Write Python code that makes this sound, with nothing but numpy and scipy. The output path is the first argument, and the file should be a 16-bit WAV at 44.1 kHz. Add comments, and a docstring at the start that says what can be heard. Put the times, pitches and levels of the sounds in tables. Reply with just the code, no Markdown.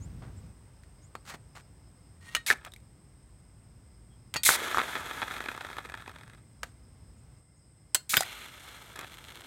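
"""Hot ingots into water

Three hot metal ingots are tipped out of a muffin pan into a plastic tub of water on a patio.
Slides and clanks are clicks and noise through pan modes; quench hiss is dense grains; pops are short decaying sines.
The second and third ingots go on boiling as random clicks rung through the tub or coloured bright.
Insects (narrow noise bands) and small bird notes (gliding sines) sound faintly over a low outdoor rumble."""
import sys
import numpy as np
from scipy import signal
from scipy.fft import rfft, irfft, next_fast_len
from scipy.io import wavfile

SR = 44100
rng = np.random.default_rng(int(sys.argv[2]) if len(sys.argv) > 2 else 0)


def to_wav(sig):
    """Store sig (one row per channel, or 1-D mono) as 16-bit WAV at the path in sys.argv[1].

    Samples outside -1..1 are clipped; the rate is SR.
    """
    pcm = np.clip(np.atleast_2d(sig), -1, 1) * 32767
    pcm = np.round(pcm).astype(np.int16)
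    wavfile.write(sys.argv[1], SR, pcm.T)  # frames by channels


N = 417186
TIME = np.arange(N) / SR
SHORT = TIME[:SR // 4]  # time base of one short event, in seconds

# Dense, quickly damped part of a metal contact. Each row: frequency in Hz, relative level in dB.
CLANK_SPECTRUM = [(100, 7.5), (300, -12.5), (500, -5), (850, 0), (1400, 3.5), (2100, 0), (2900, -4),
                  (4000, -4), (5600, -8), (7700, -6.5), (10500, -14.5), (16000, -21)]
# Steam hiss, also the colour of splats and snaps. Each row: frequency in Hz, relative level in dB.
HISS_SPECTRUM = [(200, -6), (500, -10), (900, -3.5), (1300, -4), (2300, 4.5), (2800, -7), (3700, 4),
                 (5000, -2.5), (8500, 1), (12500, -2.5), (16000, -11.5)]
# Mid-range crackle of collapsing bubbles. Each row: frequency in Hz, relative level in dB.
CRACKLE_SPECTRUM = [(1500, 0), (2200, 8.5), (2800, 9.5), (3600, 3.5), (4200, 8.5), (4900, -52)]
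# Fine treble fizz of the smallest bubbles. Each row: frequency in Hz, relative level in dB.
FIZZ_SPECTRUM = [(3500, 8.5), (4800, -3.5), (6500, 0), (9300, -1), (10400, -5), (12300, -1), (14000, -10),
                 (16000, -16)]


def from_db(db):
    """Decibels to gain."""
    return 10 ** (np.asarray(db) / 20)


def rms_one(x):
    """Scale to rms 1."""
    return x / np.sqrt(np.mean(x ** 2) + 1e-20)


def peak_one(x):
    """Scale to peak 1."""
    return x / (np.abs(x).max() + 1e-20)


def short_noise():
    """White noise as long as one short event."""
    return rng.standard_normal(len(SHORT))


def add(out, s, sound):
    """Mix a sound in at time s."""
    at = max(round(s * SR), 0)
    out[at:at + len(sound)] += sound[:N - at]


def level(rows):
    """Gain over time from a curve of (s, dB)."""
    return from_db(np.interp(TIME, *np.transpose(rows)))


def during(start, end, fade_s=0.021):
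    """1 from start to end, fading to 0 on both sides."""
    edges = [start - 2 * fade_s, start - fade_s, end, end + 2 * fade_s]
    return np.interp(TIME, edges, [0, 1, 1, 0])


def waver(step_s, depth_db):
    """A gain that wanders at random."""
    wander = rng.standard_normal(N // 100)
    return from_db(depth_db * np.interp(TIME / step_s, np.arange(N // 100), wander))


def colour(x, spectrum, tilt_db=0):
    """Give x a spectrum, tilted by some dB per octave; rms 1."""
    size = next_fast_len(len(x))
    hz, db = np.transpose(spectrum)
    octave = np.log2(np.maximum(np.fft.rfftfreq(size, 1 / SR), 1))
    beyond = octave - np.clip(octave, np.log2(hz[0]), np.log2(hz[-1]))
    # outside the table the level falls by another 30 dB per octave
    shape_db = np.interp(octave, np.log2(hz), db) + tilt_db * octave - 30 * np.abs(beyond)
    return rms_one(irfft(rfft(x, size) * from_db(shape_db), size)[:len(x)])


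def resonate(x, hz, width):
    """One resonance with gain 1 at its top."""
    r = np.exp(-np.pi * width / SR)
    zeros = np.array([1, 0, -1]) * (1 - r * r) / 2
    poles = [1, -2 * r * np.cos(2 * np.pi * hz / SR), r * r]
    return signal.lfilter(zeros, poles, x + 1e-18)


def high_pass(x, hz):
    """Second-order low cut."""
    return signal.sosfilt(signal.butter(2, hz, "high", fs=SR, output="sos"), x)


def dying(t60):
    """Exponential decay by 60 dB in t60 seconds."""
    return from_db(-60 * SHORT / max(t60, .001))


def ringing(modes, spread_db=3.5):
    """Struck modes as dying sines, each with a chance strength and sign."""
    out = np.zeros(len(SHORT))
    for hz, db, t60 in modes:
        strength = rng.choice([-1, 1]) * from_db(db + spread_db * rng.normal())
        out += strength * dying(t60) * np.sin(2 * np.pi * hz * SHORT)
    return out


def grains(size, per_s, spread_db):
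    """Random clicks of uneven strength."""
    strength = from_db(spread_db * np.minimum(rng.exponential(1, size), 4)) * rng.choice([-1, 1], size)
    return strength * (rng.random(size) < per_s / SR)


def stroke(length, start_db, end_db, release_s):
    """A quick start, a steady change of level and a short release."""
    body = from_db(np.interp(SHORT, [0, max(length, .002)], [start_db, end_db]))
    return body * np.minimum(SHORT / .0007, 1) * np.exp(-np.maximum(SHORT - length, 0) / release_s)


def garden():
    """Shaped noise makes low rumble, hush and a shrill insect chorus; gliding sines make faint bird notes."""
    # Outdoor rumble. Each row: frequency in Hz, relative level in dB.
    rumble_spectrum = [(25, -22), (38, -12), (52, 1), (75, -4), (115, -2.5), (160, -9.5), (230, -16),
                       (350, -24.5), (500, -39.5)]
    # Rumble level, stronger in the first half second. 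Each row: time in seconds, level in dB.
    rumble_level = [(0, -42.5), (.49, -46), (.54, -55), (7.33, -54), (7.42, -59.5), (9.46, -57)]
    # Background hush, perhaps with sloshing water towards the end. Each row: frequency in Hz, relative level in dB.
    hush_spectrum = [(150, -8), (300, 3), (600, -1.5), (1100, -5), (2000, -11), (4000, -17), (7000, -19),
                     (9500, -26), (11000, -24.5), (16000, -25)]
    # Hush level, swelling towards the end. Each row: time in seconds, level in dB.
    hush_level = [(0, -61), (.5, -62.5), (.52, -65.5), (2, -67), (3.5, -68), (7.38, -67), (7.45, -73),
                  (9.46, -59.5)]
    # Insect bands. Each row: centre in Hz, width in Hz, level in dB, waver in dB.
    insects = [(2070, 130, -84, 2), (5130, 380, -78, 2), (8330, 780, -70, .4)]
    # Bird notes. Each row: start in seconds, peak in dB, length in seconds, start pitch and end pitch in Hz.
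    chirps = [(0, -54.5, 0.07, 6100, 7740), (0.36, -59, 0.053, 7340, 8300),
              (1.014, -59.5, 0.064, 6160, 7700), (4.085, -69.5, 0.088, 3310, 3230),
              (7.165, -69.5, .05, 6600, 7660), (7.555, -72, 0.045, 6550, 6910)]
    out = level(rumble_level) * colour(rng.standard_normal(N), rumble_spectrum)
    out += level(hush_level) * colour(rng.standard_normal(N), hush_spectrum)
    for hz, width, db, waver_db in insects:
        band = resonate(resonate(rng.standard_normal(N), hz, width), hz, width)
        out += from_db(db) * waver(step_s=0.055, depth_db=waver_db) * rms_one(band)
    for s, db, length, start_hz, end_hz in chirps:
        roughness = 1 + 0.026 * colour(short_noise(), [(50, 0), (300, 0)])
        pitch_hz = np.interp(SHORT, [0, length], [start_hz, end_hz]) * roughness
        swell = np.interp(SHORT, [0, length / 2, length], [0, 1, 0])
        add(out, s, from_db(db) * np.sin(2 * np.pi * np.cumsum(pitch_hz) / SR) * swell)
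    return out


def pan_ring(s, lead_hz, lead_db=12.0, width_octaves=.08):
    """The pan's modes at time s; the point of contact drives those near one frequency hardest."""
    # Pan modes. Each row: frequency in Hz before the pitch factor, relative level in dB, t60 in seconds.
    pan_modes = [(1190, -15, .1), (1865, -7, .12), (2430, -12, .12), (2720, -3, .055), (2945, -9, .08),
                 (3250, -9, .08), (3785, -14, .14), (4230, -6, .09), (4535, -13, .11), (5400, -15, .07),
                 (6550, -5, .045), (6780, -6, .04), (7960, -9, .07), (9090, -7, .07), (10900, -21, .06),
                 (13000, -18, .05), (13750, -16, .09)]
    # The pan rings higher as it empties. Each row: time in seconds, pitch factor.
    pan_pitch = [(3, 1), (4.3, 1.01), (6.6, 1.03), (7, 1.03), (7.9, 1.138)]
    pitch = np.interp(s, *np.transpose(pan_pitch))
    driven = []
    for hz, db, t60 in pan_modes:
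        near = np.exp(-(np.log2(hz * pitch / lead_hz) / width_octaves) ** 2)
        driven.append((hz * pitch, db + lead_db * near, t60))
    return ringing(driven)


def scrapes():
    """Metal rubs on the pan: dense stick-slip clicks, heard directly and sung by the pan's modes."""
    out = np.zeros(N)
    # Each row: start and end in seconds, start level and end level in dB, brightness in dB per octave,
    # ring relative to the rub in dB.
    rubs = [(0.219, 0.307, -42, -53, -6.5, -28), (1.251, 1.305, -59, -41.5, 0.5, -35),
            (1.301, 1.355, -45, -47, -2.5, -12), (1.551, 1.613, -45.5, -59, -1.5, -29),
            (2.209, 2.292, -65.5, -53.5, 0, 2), (2.284, 2.35, -59, -53.5, -0.5, -1),
            (6.655, 6.719, -63, -74, 2, -11.5)]
    for start, end, start_db, end_db, tilt_db, ring_db in rubs:
        slips = grains(len(SHORT), per_s=5000, spread_db=5.0)
        ring = pan_ring(start, lead_hz=1844, lead_db=14.5)
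        sung = rms_one(signal.fftconvolve(slips, ring)[:len(SHORT)])
        rub = colour(slips, CLANK_SPECTRUM, tilt_db) + from_db(ring_db) * sung
        add(out, start, rub * stroke(end - start, start_db, end_db, release_s=0.0048))
    return out


def clank(tilt_db, t60, crest_db=7.0, crack_db=-9.0):
    """A sharp crack, then the crowded, quickly dying modes of a hard contact, as coloured noise."""
    decay = dying(t60) + from_db(crack_db) * dying(0.0031)
    return from_db(-crest_db) * colour(short_noise(), CLANK_SPECTRUM, tilt_db) * decay


def knocks(focus_db=3.0):
    """Ingots and tongs strike the thin pan: a clank focused by the point of contact, plus ringing modes."""
    out = np.zeros(N)
    # Each row: start in seconds, level in dB, brightness in dB per octave, ring in dB before it is halved,
    # frequency in Hz that the point of contact favours.
    strikes = [(.835, -48.5, 2, -17, 1880), (1.153, -29, -4, -19, 1190), (1.2986, -40, 3, -27, 1865),
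               (1.345, -28, -7.5, -32, 1865), (2.3499, -16, 1, -10, 3000), (2.3649, -25, 0, -7, 1870),
               (4.340, -22, 3, -32, 2420), (4.349, -25, -3, -24, 2430), (4.3595, -18.5, -2.5, -13.5, 2600),
               (4.365, -20.5, -1.5, -6.5, 4560), (6.632, -24, .5, -25, 1820), (6.634, -23, -5.5, -34, 730),
               (7.9465, -11, 5.5, -22, 7960), (7.9495, -17, -1, -9.5, 4330)]
    usual_t60_s, usual_db, t60_doubles_db = 0.034, -22, 29  # harder knocks take longer to die
    for s, db, tilt_db, ring_db, lead_hz in strikes:
        hit = clank(tilt_db, usual_t60_s * 2 ** ((db - usual_db) / t60_doubles_db))
        hit = hit + from_db(focus_db) * resonate(hit, lead_hz, width=0.26 * lead_hz)
        add(out, s, from_db(db) * (hit + from_db(ring_db) * pan_ring(s, lead_hz) / 2))
    return out


def pan():
    """All contact on the thin pan, with little sound below its lowest range."""
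    return high_pass(knocks() + scrapes(), 260)


def steam(low_hz, tilt_db):
    """A crackling hiss of flashing steam above some frequency; rms 1."""
    flashes = grains(len(SHORT), per_s=29000, spread_db=4.0)
    return rms_one(high_pass(colour(flashes, HISS_SPECTRUM, tilt_db), low_hz))


def quenches():
    """Water flashes to steam until the ingot is under the surface: thin at first touch, fuller as it sinks."""
    out = np.zeros(N)
    # Each row: start, swell and length in seconds, start, top and end level in dB, brightness in dB per octave.
    touches = [(2.463, .016, .072, -31.5, -29.5, -37.5, -2.5), (4.4333, 0.0031, .02, -22, -24, -42.5, 1),
               (4.450, .012, 0.111, -21, -19, -29.5, 1.5), (8.093, 0.011, 0.14, -33.5, -29.5, -40.5, 1.5)]
    # as it sinks the hiss reaches lower and dulls (tilt in dB per octave)
    sink_s, surface_hz, sunk_hz, sunk_tilt_db = 0.071, 1900, 457, -2.5
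    for start, swell, length, start_db, top_db, end_db, tilt_db in touches:
        depth = np.minimum(SHORT / sink_s, 1) ** 2
        thin = np.sqrt(1 - depth ** 2) * steam(surface_hz, tilt_db)
        full = depth * steam(sunk_hz, tilt_db + sunk_tilt_db)
        flow = from_db(np.interp(SHORT, [0, swell, length], [start_db, top_db, end_db]))
        add(out, start, (thin + full) * flow * stroke(length, 0, 0, release_s=.003))
    return out


def tub(x):
    """The resonances of the tub and its water, in alternating polarity."""
    # Each row: frequency in Hz, width in Hz, relative level in dB.
    tub_modes = [(295, 166, -8.5), (747, 320, -5.5), (900, 140, -1), (1285, 170, 1), (1491, 210, -1),
                 (1688, 180, 0.5), (2170, 290, -7), (2510, 150, -6), (3336, 170, -9), (3780, 310, -11.5)]
    out = np.zeros(len(x))
    for k, (hz, width, db) in enumerate(tub_modes):
        out += (-1) ** k * from_db(db) * resonate(x, hz, width)
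    return out


def pops(tub_db=-14.5, snap_db=-14.5, snap_hz=4200, snap_db_per_octave=16):
    """A collapsing steam pocket gives a few strong cycles and a snap, crisper for small pockets, and shakes the tub."""
    out = np.zeros(N)
    # Large steam pockets. Each row: start in seconds, peak in dB, pitch in Hz, t60 in seconds.
    pockets = [(2.484, -23.5, 2200, 0.062), (2.5025, -5.5, 1760, .011), (2.511, -8.5, 1734, 0.015),
               (2.527, -22.5, 2310, .009), (4.4638, -13, 2120, 0.013), (4.491, -3.5, 1490, 0.0041),
               (4.505, -13.5, 1290, 0.0028), (4.7457, -15.5, 1270, 0.011), (4.7724, -11.5, 1280, 0.0053),
               (4.7837, -11, 1200, 0.0074), (4.8007, -15, 1300, .0086), (8.136, -18.5, 1316, 0.021),
               (8.141, -7.5, 2150, 0.0022)]
    usual_hz = 1450
    for s, db, hz, t60 in pockets:
        pulse = peak_one(np.sin(2 * np.pi * hz * SHORT) * dying(t60) * (1 - np.exp(-SHORT / 0.00024)))
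        shake = peak_one(tub(short_noise() * dying(0.066)))
        snap = peak_one(resonate(short_noise() * dying(0.0073), snap_hz, width=2700))
        crisp_db = snap_db + snap_db_per_octave * min(np.log2(hz / usual_hz), .4)
        pop = pulse + from_db(tub_db) * shake + from_db(crisp_db) * snap
        add(out, s, from_db(db) * peak_one(pop))
    return out


def splashing():
    """Water churns in the tub as dense clicks through its modes; fine spray patters back as sparse ones."""
    # Droplets falling back. Each row: time in seconds, level in dB.
    spray = [(2.53, -65), (2.62, -72), (2.78, -78), (2.9, -84.5)]
    # Swells of churning water. Each row: start and end in seconds, level in dB.
    swells = [(2.546, 2.694, -60), (2.658, 2.68, -47), (4.534, 4.563, -34), (4.712, 4.73, -33.5),
              (4.788, 4.817, -29.5), (4.957, 4.968, -29), (5.222, 5.237, -33.5), (8.954, 9.049, -44)]
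    patter = colour(grains(N, per_s=64, spread_db=3.0), HISS_SPECTRUM, tilt_db=-0.5)
    out = level(spray) * during(spray[0][0], spray[-1][0]) * patter
    for start, end, db in swells:
        churn = rms_one(tub(grains(len(SHORT), per_s=3000, spread_db=7.0)))
        add(out, start, churn * stroke(end - start, db, db, release_s=0.0023))
    return out


def tub_impacts():
    """A thing drops into the tub: a dull splashing knock, then later two ingot clanks with their ringing modes."""
    out = np.zeros(N)
    # Each row: start in seconds, level in dB, ring relative to that level in dB (faint in the first).
    impacts = [(2.649, -29, -26), (8.1689, -8, -6), (8.176, -12, -8)]
    # Ringing modes. Each row: frequency in Hz, relative level in dB, t60 in seconds.
    impact_modes = [(284, -16.5, 0.085), (1500, -11, 0.033), (3150, -3, 0.033), (3430, 2.5, 0.019),
                    (3720, -9, 0.048), (4940, -16.5, 0.15), (13730, -2, 0.031)]
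    for s, db, ring_db in impacts:
        hit = clank(tilt_db=0.8, t60=0.019)
        add(out, s, from_db(db) * (hit + from_db(ring_db) * ringing(impact_modes)))
    return out


def drops():
    """A drop splats on the surface; the air it traps rings and rises in pitch."""
    out = np.zeros(N)
    # Each row: start in seconds, bubble level in dB, starting pitch in Hz, splat relative to that level in dB.
    plops = [(2.665, -39, 1300, -6), (2.671, -38, 660, -12), (2.72, -44, 3630, -4), (2.737, -40, 3630, 3.5),
             (2.762, -42, 2170, -3), (4.618, -28.5, 404, -15), (8.207, -17, 704, 1), (8.223, -26, 1370, -8),
             (8.232, -27, 1900, -1)]
    t60_s, rise_octaves_per_s = 0.023, 18
    for s, db, hz, splat_db in plops:
        pitch_hz = hz * 2 ** (rise_octaves_per_s * np.minimum(SHORT, t60_s))
        tone = np.sin(2 * np.pi * np.cumsum(pitch_hz) / SR)
        bubble = tone * dying(t60_s) * np.minimum(SHORT / 0.00047, 1)
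        splat = peak_one(colour(short_noise(), HISS_SPECTRUM) * dying(0.018))
        add(out, s, from_db(db) * (bubble + from_db(splat_db) * splat))
    return out


def boil(ingot, per_s, surge_db):
    """Steam bubbles collapse in surges on the sunken metal, ever fewer as it cools: simmer, crackle, fine fizz."""
    simmer_follows, crackle_follows = 0.79, 1.61  # their fall in dB as a share of the fizz's
    give_out_s, give_out_db = .9, 9  # the boil gives out over its last moments, ever faster
    start, end, simmer_db, crackle_db, fizz_db, cooling_db_per_s, settle_s = ingot
    age = np.clip(TIME, start, end) - start
    spent = np.interp(TIME, [end - give_out_s, end], [0, 1]) ** 1.5
    cooling_db = cooling_db_per_s * settle_s * np.expm1(-age / settle_s)
    heat = from_db(cooling_db - give_out_db * spent)
    rocking = waver(step_s=.06, depth_db=1.0)  # swells and sinks as the water rocks
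    # fewer collapses each stand out more
    surge = rocking * waver(step_s=.012, depth_db=surge_db) / np.sqrt(heat)
    collapses = surge * grains(N, per_s * heat, spread_db=3.0)
    tiny = surge * grains(N, 22000 * heat, spread_db=4.0)
    simmer = from_db(simmer_db) * heat ** simmer_follows * rms_one(tub(collapses))
    crackle = from_db(crackle_db) * heat ** crackle_follows * colour(collapses, CRACKLE_SPECTRUM)
    fizz = from_db(fizz_db) * heat * colour(tiny, FIZZ_SPECTRUM)
    return (simmer + crackle + fizz) * during(start, end)


def raps(ingot):
    """The loud collapses during one ingot's boil, which rap the tub."""
    # Each row: time in seconds before the sputter's short delay, peak in dB.
    loud = [(4.953, -16.5), (5.11, -23), (5.217, -20.5), (5.309, -27.5), (5.404, -19.5), (5.485, -20.5),
            (5.576, -29), (5.608, -27), (5.7, -29), (5.767, -27), (5.783, -24.5), (5.853, -31),
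            (5.897, -30.5), (5.94, -26.5), (6.077, -30), (8.959, -33), (8.99, -27), (9.01, -29.5),
            (9.355, -38.5), (9.408, -36.5)]
    start, end = ingot[:2]
    return [(s, db) for s, db in loud if start < s < end]


def dying_sputter():
    """Rows (s, peak dB) of collapses at uneven gaps, fading slowly at first and then fast."""
    start_s, end_s, gap_s = 5.28, 6.36, .029
    start_db, fade_db, spread_db = -29, 15.5, 2.0
    times = np.arange(start_s, end_s, gap_s)
    early, luck = rng.standard_normal((len(times), 2)).T
    progress = (times - start_s) / (end_s - start_s)
    peaks_db = start_db - fade_db * progress ** 2 + spread_db * luck
    return list(zip(times + .3 * gap_s * early, peaks_db))


def sputter(rows, cluster_db, cluster_t60, snap_db, snap_tilt_db, delay_s):
    """Each collapse is a sharp click into the tub, trailed by tiny ones; the small collapses snap most crisply."""
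    out = np.zeros(N)
    usual_db = np.median(np.array(rows)[:, 1])
    for s, db in rows:
        clicks = from_db(cluster_db) * short_noise() * dying(cluster_t60)
        clicks[0] += 1
        rap = signal.sosfilt(signal.butter(2, 5500, fs=SR, output="sos"), tub(clicks))
        snap = peak_one(colour(short_noise(), HISS_SPECTRUM, snap_tilt_db) * dying(0.019))
        crisp = from_db(snap_db - .5 * (db - usual_db))
        add(out, s + delay_s, from_db(db) * peak_one(peak_one(rap) + crisp * snap))
    return out


def ticking(per_s=80, snap_db=-2.0):
    """The third ingot's steam film breaks: single collapses follow each other quickly and unevenly."""
    # Each row: time in seconds, level in dB.
    tick_level = [(9.06, -58), (9.2, -52.5), (9.45, -58)]
    ticks = grains(N, per_s, spread_db=1.0)
    body = rms_one(tub(ticks)) + colour(ticks, CRACKLE_SPECTRUM)
    body = body + from_db(snap_db) * colour(ticks, FIZZ_SPECTRUM)
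    return level(tick_level) * during(tick_level[0][0], tick_level[-1][0]) * rms_one(body)


def patio(x, wet_db=-21.0, t60=0.19):
    """A weak, short scatter of echoes from paving and walls."""
    echo_spectrum = [(150, 7.0), (2000, -6.0), (8000, -8), (16000, -12.5)]  # Hz, relative dB
    echoes = colour(grains(len(SHORT), per_s=2500, spread_db=0.5), echo_spectrum)
    echoes = echoes * dying(t60) * np.minimum(SHORT / .008, 1)
    return x + from_db(wet_db) * signal.fftconvolve(x, echoes / np.linalg.norm(echoes))[:N]


def scene():
    """Pan and tub close by, the garden behind."""
    # Boiling round a sunken ingot, second then third. Each row: start and end in seconds,
    # simmer, crackle and fizz in dB before cooling, first cooling rate in dB per second, settling time in seconds.
    boils = [(4.575, 6.38, -35.5, -45.5, -42.5, 15, 8.9), (8.25, 10.4, -47.5, -44.5, -49, 28, 0.49)]
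    second = boil(boils[0], per_s=9000, surge_db=2.3)
    second += sputter(raps(boils[0]) + dying_sputter(), cluster_db=-19, cluster_t60=0.019,
                      snap_db=-8.5, snap_tilt_db=-4.0, delay_s=0.0006)
    third = boil(boils[1], per_s=9000, surge_db=1.9)
    third += sputter(raps(boils[1]), cluster_db=-18, cluster_t60=0.0058,
                     snap_db=5.5, snap_tilt_db=-2.5, delay_s=.0006)
    water = quenches() + pops() + splashing() + drops() + second + third + ticking()
    return (patio(pan() + tub_impacts() + water) + garden())[None]


def record(dry):
    """The microphone drops the deepest bass; the top is cut steeply at 16 kHz."""
    top_cut = signal.ellip(10, .1, 80, 16000, fs=SR, output="sos")
    return signal.sosfilt(top_cut, high_pass(dry, 38))


dry = scene()
out = record(dry)
to_wav(out)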